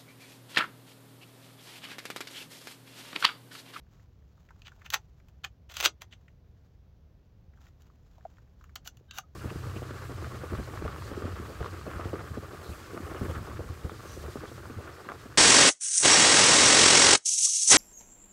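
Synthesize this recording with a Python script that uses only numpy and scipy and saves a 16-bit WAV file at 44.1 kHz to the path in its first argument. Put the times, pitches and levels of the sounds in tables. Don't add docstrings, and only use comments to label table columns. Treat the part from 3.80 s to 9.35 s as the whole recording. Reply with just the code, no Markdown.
import sys
import numpy as np
from scipy import signal
from scipy.fft import rfft, irfft
from scipy.io import wavfile
from scipy.ndimage import uniform_filter1d

SR = 44100
rng = np.random.default_rng(int(sys.argv[2]) if len(sys.argv) > 2 else 0)


def to_wav(s):
    ch = np.atleast_2d(s).T
    pcm = np.round(np.clip(ch, -1, 1) * 32767)
    wavfile.write(sys.argv[1], SR, pcm.astype(np.int16))


N = 244755
TIME = np.arange(N) / SR


def amp(db):
    return 10 ** (np.asarray(db) / 20)


def unit(x):
    return x / np.sqrt(np.mean(x ** 2) + 1e-30)


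def fade(t, fade_s):
    return np.exp(-np.log(1000) * t / fade_s)


def read(points, hz):
    pitches, values = np.transpose(points)
    return np.interp(np.log(hz + 1), np.log(pitches + 1), values)


def add(mix, start_s, sound):
    part = mix[round(start_s * SR):][:len(sound)]
    part += sound[:len(part)]


def colour(x, points, size=2048):
    log_gain = np.log(amp(read(points, abs(np.fft.fftfreq(size, 1 / SR)))))
    response = np.fft.ifft(np.exp(np.conj(signal.hilbert(log_gain)))).real
    return signal.fftconvolve(x, response[:size // 2])[:len(x)]


def noise(gain):
    spectrum = rfft(rng.standard_normal(N)) * gain(np.fft.rfftfreq(N, 1 / SR))
    return unit(irfft(spectrum, N))


def resonant_noise(tones):
    return sum(amp(db) * noise(lambda f: 1 / (1 + (2 * (f - hz) / width) ** 2))
               for hz, width, db in tones)


# pitch_hz, gain_db
AIR_TONE = [(12, -47), (20, -18), (41, -3.5), (70, 0), (138, -6.5), (198, -16), (241, -18.5), (337, -22),
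            (485, -24), (1260, -37), (1860, -39.5), (2200, -41.5), (6010, -46), (8890, -64), (16000, -52.5)]
# pitch_hz, width_hz, level_db
FAR_DRONE = [(68, 10, -61), (179, 14, -72.5)]

def open_air(level_db=-54.5):
    return amp(level_db) * noise(lambda f: amp(read(AIR_TONE, f))) + resonant_noise(FAR_DRONE)


# middle_s, half_length_s, level_db
BODY_MOVES = [(0.153, 0.076, -69.5), (0.554, 0.035, -82), (0.953, 0.47, -70.5), (1.502, 0.052, -77),
              (2.45, 0.064, -74), (2.85, .2, -83.5), (3.842, 0.051, -61.5), (4.027, 0.071, -75),
              (4.424, 0.22, -69.5), (4.842, .06, -71.5), (5.25, 0.38, -79.5)]

def movement(t, still_db=-88):
    swells = sum(amp(db) * np.exp(-((t - s) / half) ** 2) for s, half, db in BODY_MOVES)
    return amp(still_db) + swells


# pitch_hz, gain_db
CLOTH_TONE = [(200, -13.5), (700, 6.5), (1400, 6.5), (2200, -1.5), (3300, -1), (5000, -5), (7000, -2),
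              (9000, -22.5), (12000, -16.5), (15500, -12.5)]

def rustle(creases_per_s=1100, spread_db=3, hiss=0.2, clump_db=3, size=600):
    creases = (rng.random(N) < creases_per_s / SR) * amp(spread_db * np.minimum(rng.exponential(1, N), 2))
    clumps = unit(uniform_filter1d(uniform_filter1d(rng.standard_normal(N), size), size))
    grains = (creases + hiss) * rng.standard_normal(N) * amp(clump_db * clumps)
    return movement(TIME) * unit(colour(grains, CLOTH_TONE))


def light_taps(per_s=7, over_rustle_db=4.5, scatter_db=3, centre_hz=1250, octaves=1, count=100):
    gap, strength, pitch = rng.random((count, 3)).T
    start_s = np.cumsum(-np.log(1 - gap)) / per_s
    level_db = 20 * np.log10(movement(start_s)) + over_rustle_db + scatter_db * (2 * strength - 1)
    pitch_hz = centre_hz * 2 ** (octaves * (2 * pitch - 1))
    return [row for row in zip(start_s, level_db, pitch_hz) if row[0] < N / SR]


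# start_s, level_db, pitch_hz
FIRM_TAPS = [(.577, -63, 1060), (.688, -57, 1830), (.7057, -50.5, 1200), (.869, -48.5, 2380),
             (.918, -51, 1200), (1.017, -50.5, 1530), (1.062, -46.5, 2000), (1.4, -63, 1490),
             (2.325, -47, 2350), (2.4804, -55, 1900), (3.735, -65.5, 1600), (3.773, -62, 1250),
             (4.099, -59, 1130), (4.381, -55, 770), (4.45, -56, 1383), (4.582, -56, 1250),
             (4.81, -54.5, 1275), (4.84, -52.5, 1436), (4.893, -58, 1410)]

def taps(rise_s=0.00071, fade_s=0.026, width_ratio=1.314, tick_db=-21, size=4096):
    t, out = np.arange(size) / SR, np.zeros(N)
    rows = list(FIRM_TAPS) + light_taps()
    for (start_s, db, hz), grain in zip(rows, rng.choice([-1., 1.], (len(rows), size))):
        force = grain * (1 - np.exp(-t / rise_s)) * fade(t, fade_s)
        band = signal.butter(2, (hz / width_ratio, hz * width_ratio), "bandpass", fs=SR, output="sos")
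        tap = signal.sosfilt(band, force) + amp(tick_db) * colour(force, CLOTH_TONE)
        add(out, start_s, amp(db) * tap / np.std(tap[:SR // 200]))
    return out


# pitch_hz, fade_s
BRUSH_FADES = [(300, 0.17), (1200, 0.071), (3500, 0.069), (7000, 0.085), (14000, 0.037)]

def brush(x, echo_db=-14, build_s=0.0069, size=256):
    hz, t, spectrum = signal.stft(rng.standard_normal(SR // 2), SR, nperseg=size)
    tail = signal.istft(spectrum * fade(t, read(BRUSH_FADES, hz)[:, None]), SR, nperseg=size)[1]
    tail *= 1 - np.exp(-(np.arange(len(tail)) / SR / build_s) ** 2)
    return x + amp(echo_db) * signal.fftconvolve(x, tail / np.linalg.norm(tail))[:N]


# pitch_hz, gain_db
GUN_TONE = [(200, -24.5), (350, -16), (620, -9.5), (850, -4.5), (1400, -0.5), (2150, -5.5), (2800, 1),
            (3500, 2), (4400, -3.5), (5200, -5), (6300, 2), (8000, -4), (11000, -6), (13300, -8.5),
            (15400, -4)]
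# low_hz, high_hz
CLACK_BANDS = [(2300, 4600), (300, 1100), (1100, 2300), (4600, 8200), (10500, 16500)]

def contact(force, length_s, db, weight_db, hardness_db):
    clang_db = 2.5 + 0.42 * weight_db
    edge_db = 1 + 0.43 * hardness_db
    force, out = colour(force, GUN_TONE), 0
    for band, share_db in zip(CLACK_BANDS, (0, weight_db, clang_db, edge_db, hardness_db)):
        part = signal.sosfilt(signal.butter(4, band, "bandpass", fs=SR, output="sos"), force)
        out = out + amp(db + share_db) * part / np.std(part[:round(length_s * SR)])
    return out


def blow(db, tone, fade_s, snap=5.6, attack_s=0.0038, size=4096):
    force = rng.choice([-1., 1.], size) * fade(np.arange(size) / SR, fade_s)
    force[0] = snap
    return contact(force, attack_s, db, *tone)


def slide(length_s, db, tone, rise_db, catches_per_s=900, spread_db=-0.5, hiss=0.36,
          grip_s=0.0014, release_s=0.0073, size=8192):
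    t = np.arange(size) / SR
    catches = rng.random(size) < catches_per_s / SR
    strength = amp(spread_db * np.minimum(rng.exponential(1, size), 3))
    force = catches * strength * rng.choice([-1, 1], size) + hiss * rng.standard_normal(size)
    pressure = amp(rise_db * np.minimum(t / length_s, 1))
    touching = (1 - np.exp(-t / grip_s)) * np.exp(-np.maximum(t - length_s, 0) / release_s)
    return contact(force * pressure * touching, length_s, db, *tone)


# stop_s, travel_s, slide_db, stop_db, weight_db, hardness_db
GUN_STROKES = [(.869, 0.023, -55.5, -49.5, -27, -25), (1.061, 0.018, -58.5, -49, -8.5, -12.5),
               (1.1417, .021, -40.5, -23.5, -8, -7), (1.6467, 0.012, -47.5, -33, -13, -17.5),
               (1.92, 0.03, -54.5, -53.5, -10.5, -9), (2.002, 0.065, -46, -29, -14, -10.5),
               (2.0586, .03, -27.5, -15.5, -16, -12), (2.219, 0.012, -58, -42.5, -6, -7),
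               (2.335, 0.027, -58.5, -57.5, -16.5, -24), (5.075, .03, -59, -42, -15, -1.5),
               (5.3846, .052, -58.5, -38, -5, 0)]
# start_s, level_db, weight_db, hardness_db
LATCH_SNAPS = [(.819, -51.5, -42, -22), (0.88, -48, -14, -19), (1.103, -34.5, -34, -5.5),
               (1.137, -28.5, -10.5, -7), (1.1434, -29, -15.5, -23), (1.158, -45.5, 5, -13.5),
               (1.485, -67, -11, -3), (1.642, -36.5, -18, -23), (1.898, -51.5, -11.5, -16.5),
               (1.941, -48, -16.5, -4), (1.9683, -32, -17, -8), (2.008, -29.5, -13, -6),
               (2.027, -32.5, -7, -8), (2.0431, -30, -7, -5), (2.0514, -21.5, -16, -7),
               (4.02, -66.5, -26, -1.5), (4.8408, -66.5, -7, 1), (4.956, -50, -8, 8.5),
               (4.9589, -38, -13, -16.5), (5.06, -55, -1, -13), (5.171, -61.5, -13, -4),
               (5.3103, -40.5, -27, -21), (5.376, -47.5, -5.5, -4.5)]

def gun_action(gain_db=-3):
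    out = np.zeros(N)
    for stop_s, travel_s, slide_db, stop_db, *tone in GUN_STROKES:
        add(out, stop_s - travel_s, slide(travel_s, slide_db, tone, rise_db=11.5))
        add(out, stop_s, blow(stop_db, tone, fade_s=0.018))
        chatter = slide(length_s=0.022, db=stop_db - 24, tone=tone, rise_db=-11)
        add(out, stop_s, chatter)
    for start_s, db, *tone in LATCH_SNAPS:
        add(out, start_s, blow(db, tone, fade_s=0.02))
    return amp(gain_db) * out


# pitch_hz, relative_db, fade_s
MAGAZINE = [(840, 5.5, 0.02), (1200, -7.5, 0.15), (1400, 4, 0.037), (1490, -1.5, 0.033), (1800, 6, 0.0095),
            (2460, 0.5, .025), (2573, 8.5, 0.048), (2940, 3.5, 0.015), (3877, -9, .04), (4170, -2.5, 0.07),
            (4550, 2, .04), (6160, 6.5, 0.036), (11900, 6.5, .03), (15100, 9, .03)]
# pitch_hz, relative_db, fade_s
RECEIVER = [(352, 3, .045), (460, 2, 0.024), (595, 13.5, 0.037), (680, 4.5, 0.086), (1250, -5, 0.087),
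            (1437, -0.5, 0.042), (1854, 2.5, .07), (2040, 0, 0.057), (2090, -1.5, 0.12), (2570, -1.5, .07),
            (2712, 5, .06), (2988, 4, .055), (3257, 3, .055), (3397, 0, .11), (4120, 1.5, .06),
            (3650, 2, .06), (4848, 3, 0.055), (5940, 0.5, 0.043), (6330, 3, 0.054), (8318, 8.5, 0.02),
            (12530, 3.5, .04), (15100, 3, .04)]
# pitch_hz, relative_db, fade_s
FITTINGS = [(704, 13.5, 0.031), (1467, 7, 0.022), (2700, -4, 0.023), (2884, 10, 0.018), (4470, 2.5, 0.011),
            (6020, 3, 0.0041), (6960, 2.5, 0.0064), (15400, -3, .02)]
# start_s, end_s, tones
WORKED_PARTS = [(0, 1.8, MAGAZINE), (1.8, 2.6, RECEIVER), (2.6, 5.6, FITTINGS)]

def ringing_steel(clacks, ring_db=-2):
    t, out = np.arange(SR // 4) / SR, clacks
    for start_s, end_s, tones in WORKED_PARTS:
        ring = 0
        for hz, db, fade_s in tones:
            decay = fade(t, fade_s)
            ring = ring + amp(db) * 2 * decay / decay.sum() * np.cos(2 * np.pi * hz * t)
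        hits = clacks * (TIME >= start_s) * (TIME < end_s)
        out = out + amp(ring_db) * signal.fftconvolve(hits, ring)[:N]
    return out


# start_s, peak_db, pitch_hz, fade_s
HOLLOW_KNOCKS = [(4.4513, -29.5, 711.6, 0.024), (4.4588, -34, 690, 0.014), (5.2095, -48.5, 400, 0.0099),
                 (5.3848, -29, 768, 0.015), (5.388, -34, 1204, 0.021), (5.434, -56.5, 1260, 0.062)]

def knocks(swell_s=0.0032):
    t, out = np.arange(SR // 8) / SR, np.zeros(N)
    for start_s, db, hz, fade_s in HOLLOW_KNOCKS:
        shape = (1 - np.exp(-t / swell_s)) ** 2 * fade(t, fade_s)
        add(out, start_s, amp(db) * shape / shape.max() * np.sin(2 * np.pi * hz * t))
    return out


# time_s, level_db
DRAG_LEVELS = [(5.28, -81.5), (5.305, -60), (5.315, -49), (5.33, -54.5), (5.37, -51), (5.39, -54.5),
               (5.42, -80)]
# pitch_hz, width_hz, relative_db
DRAG_TONES = [(1270, 110, -10), (1590, 75, -2.5), (3070, 130, -8), (3740, 200, -4)]

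def drag():
    time_s, db = np.transpose(DRAG_LEVELS)
    return np.interp(TIME, time_s, amp(db), left=0, right=0) * unit(resonant_noise(DRAG_TONES))


def scene():
    around = open_air() + rustle() + knocks()
    gun = ringing_steel(gun_action()) + drag()
    return (around + brush(gun + taps()))[None]


# pitch_hz, gain_db
MICROPHONE_TONE = [(20, -2), (7700, -3.5), (8400, -7.5), (9000, -10), (9900, -4.5), (10500, -5.5),
                   (11700, 0), (16000, -2.5)]

def record(dry, cutoff_hz=16150):
    heard = colour(dry[0], MICROPHONE_TONE)
    low_pass = signal.firwin(401, cutoff_hz, window=("kaiser", 8), fs=SR)
    return signal.oaconvolve(heard, low_pass, "same")[None]


dry = scene()
out = record(dry)
to_wav(out)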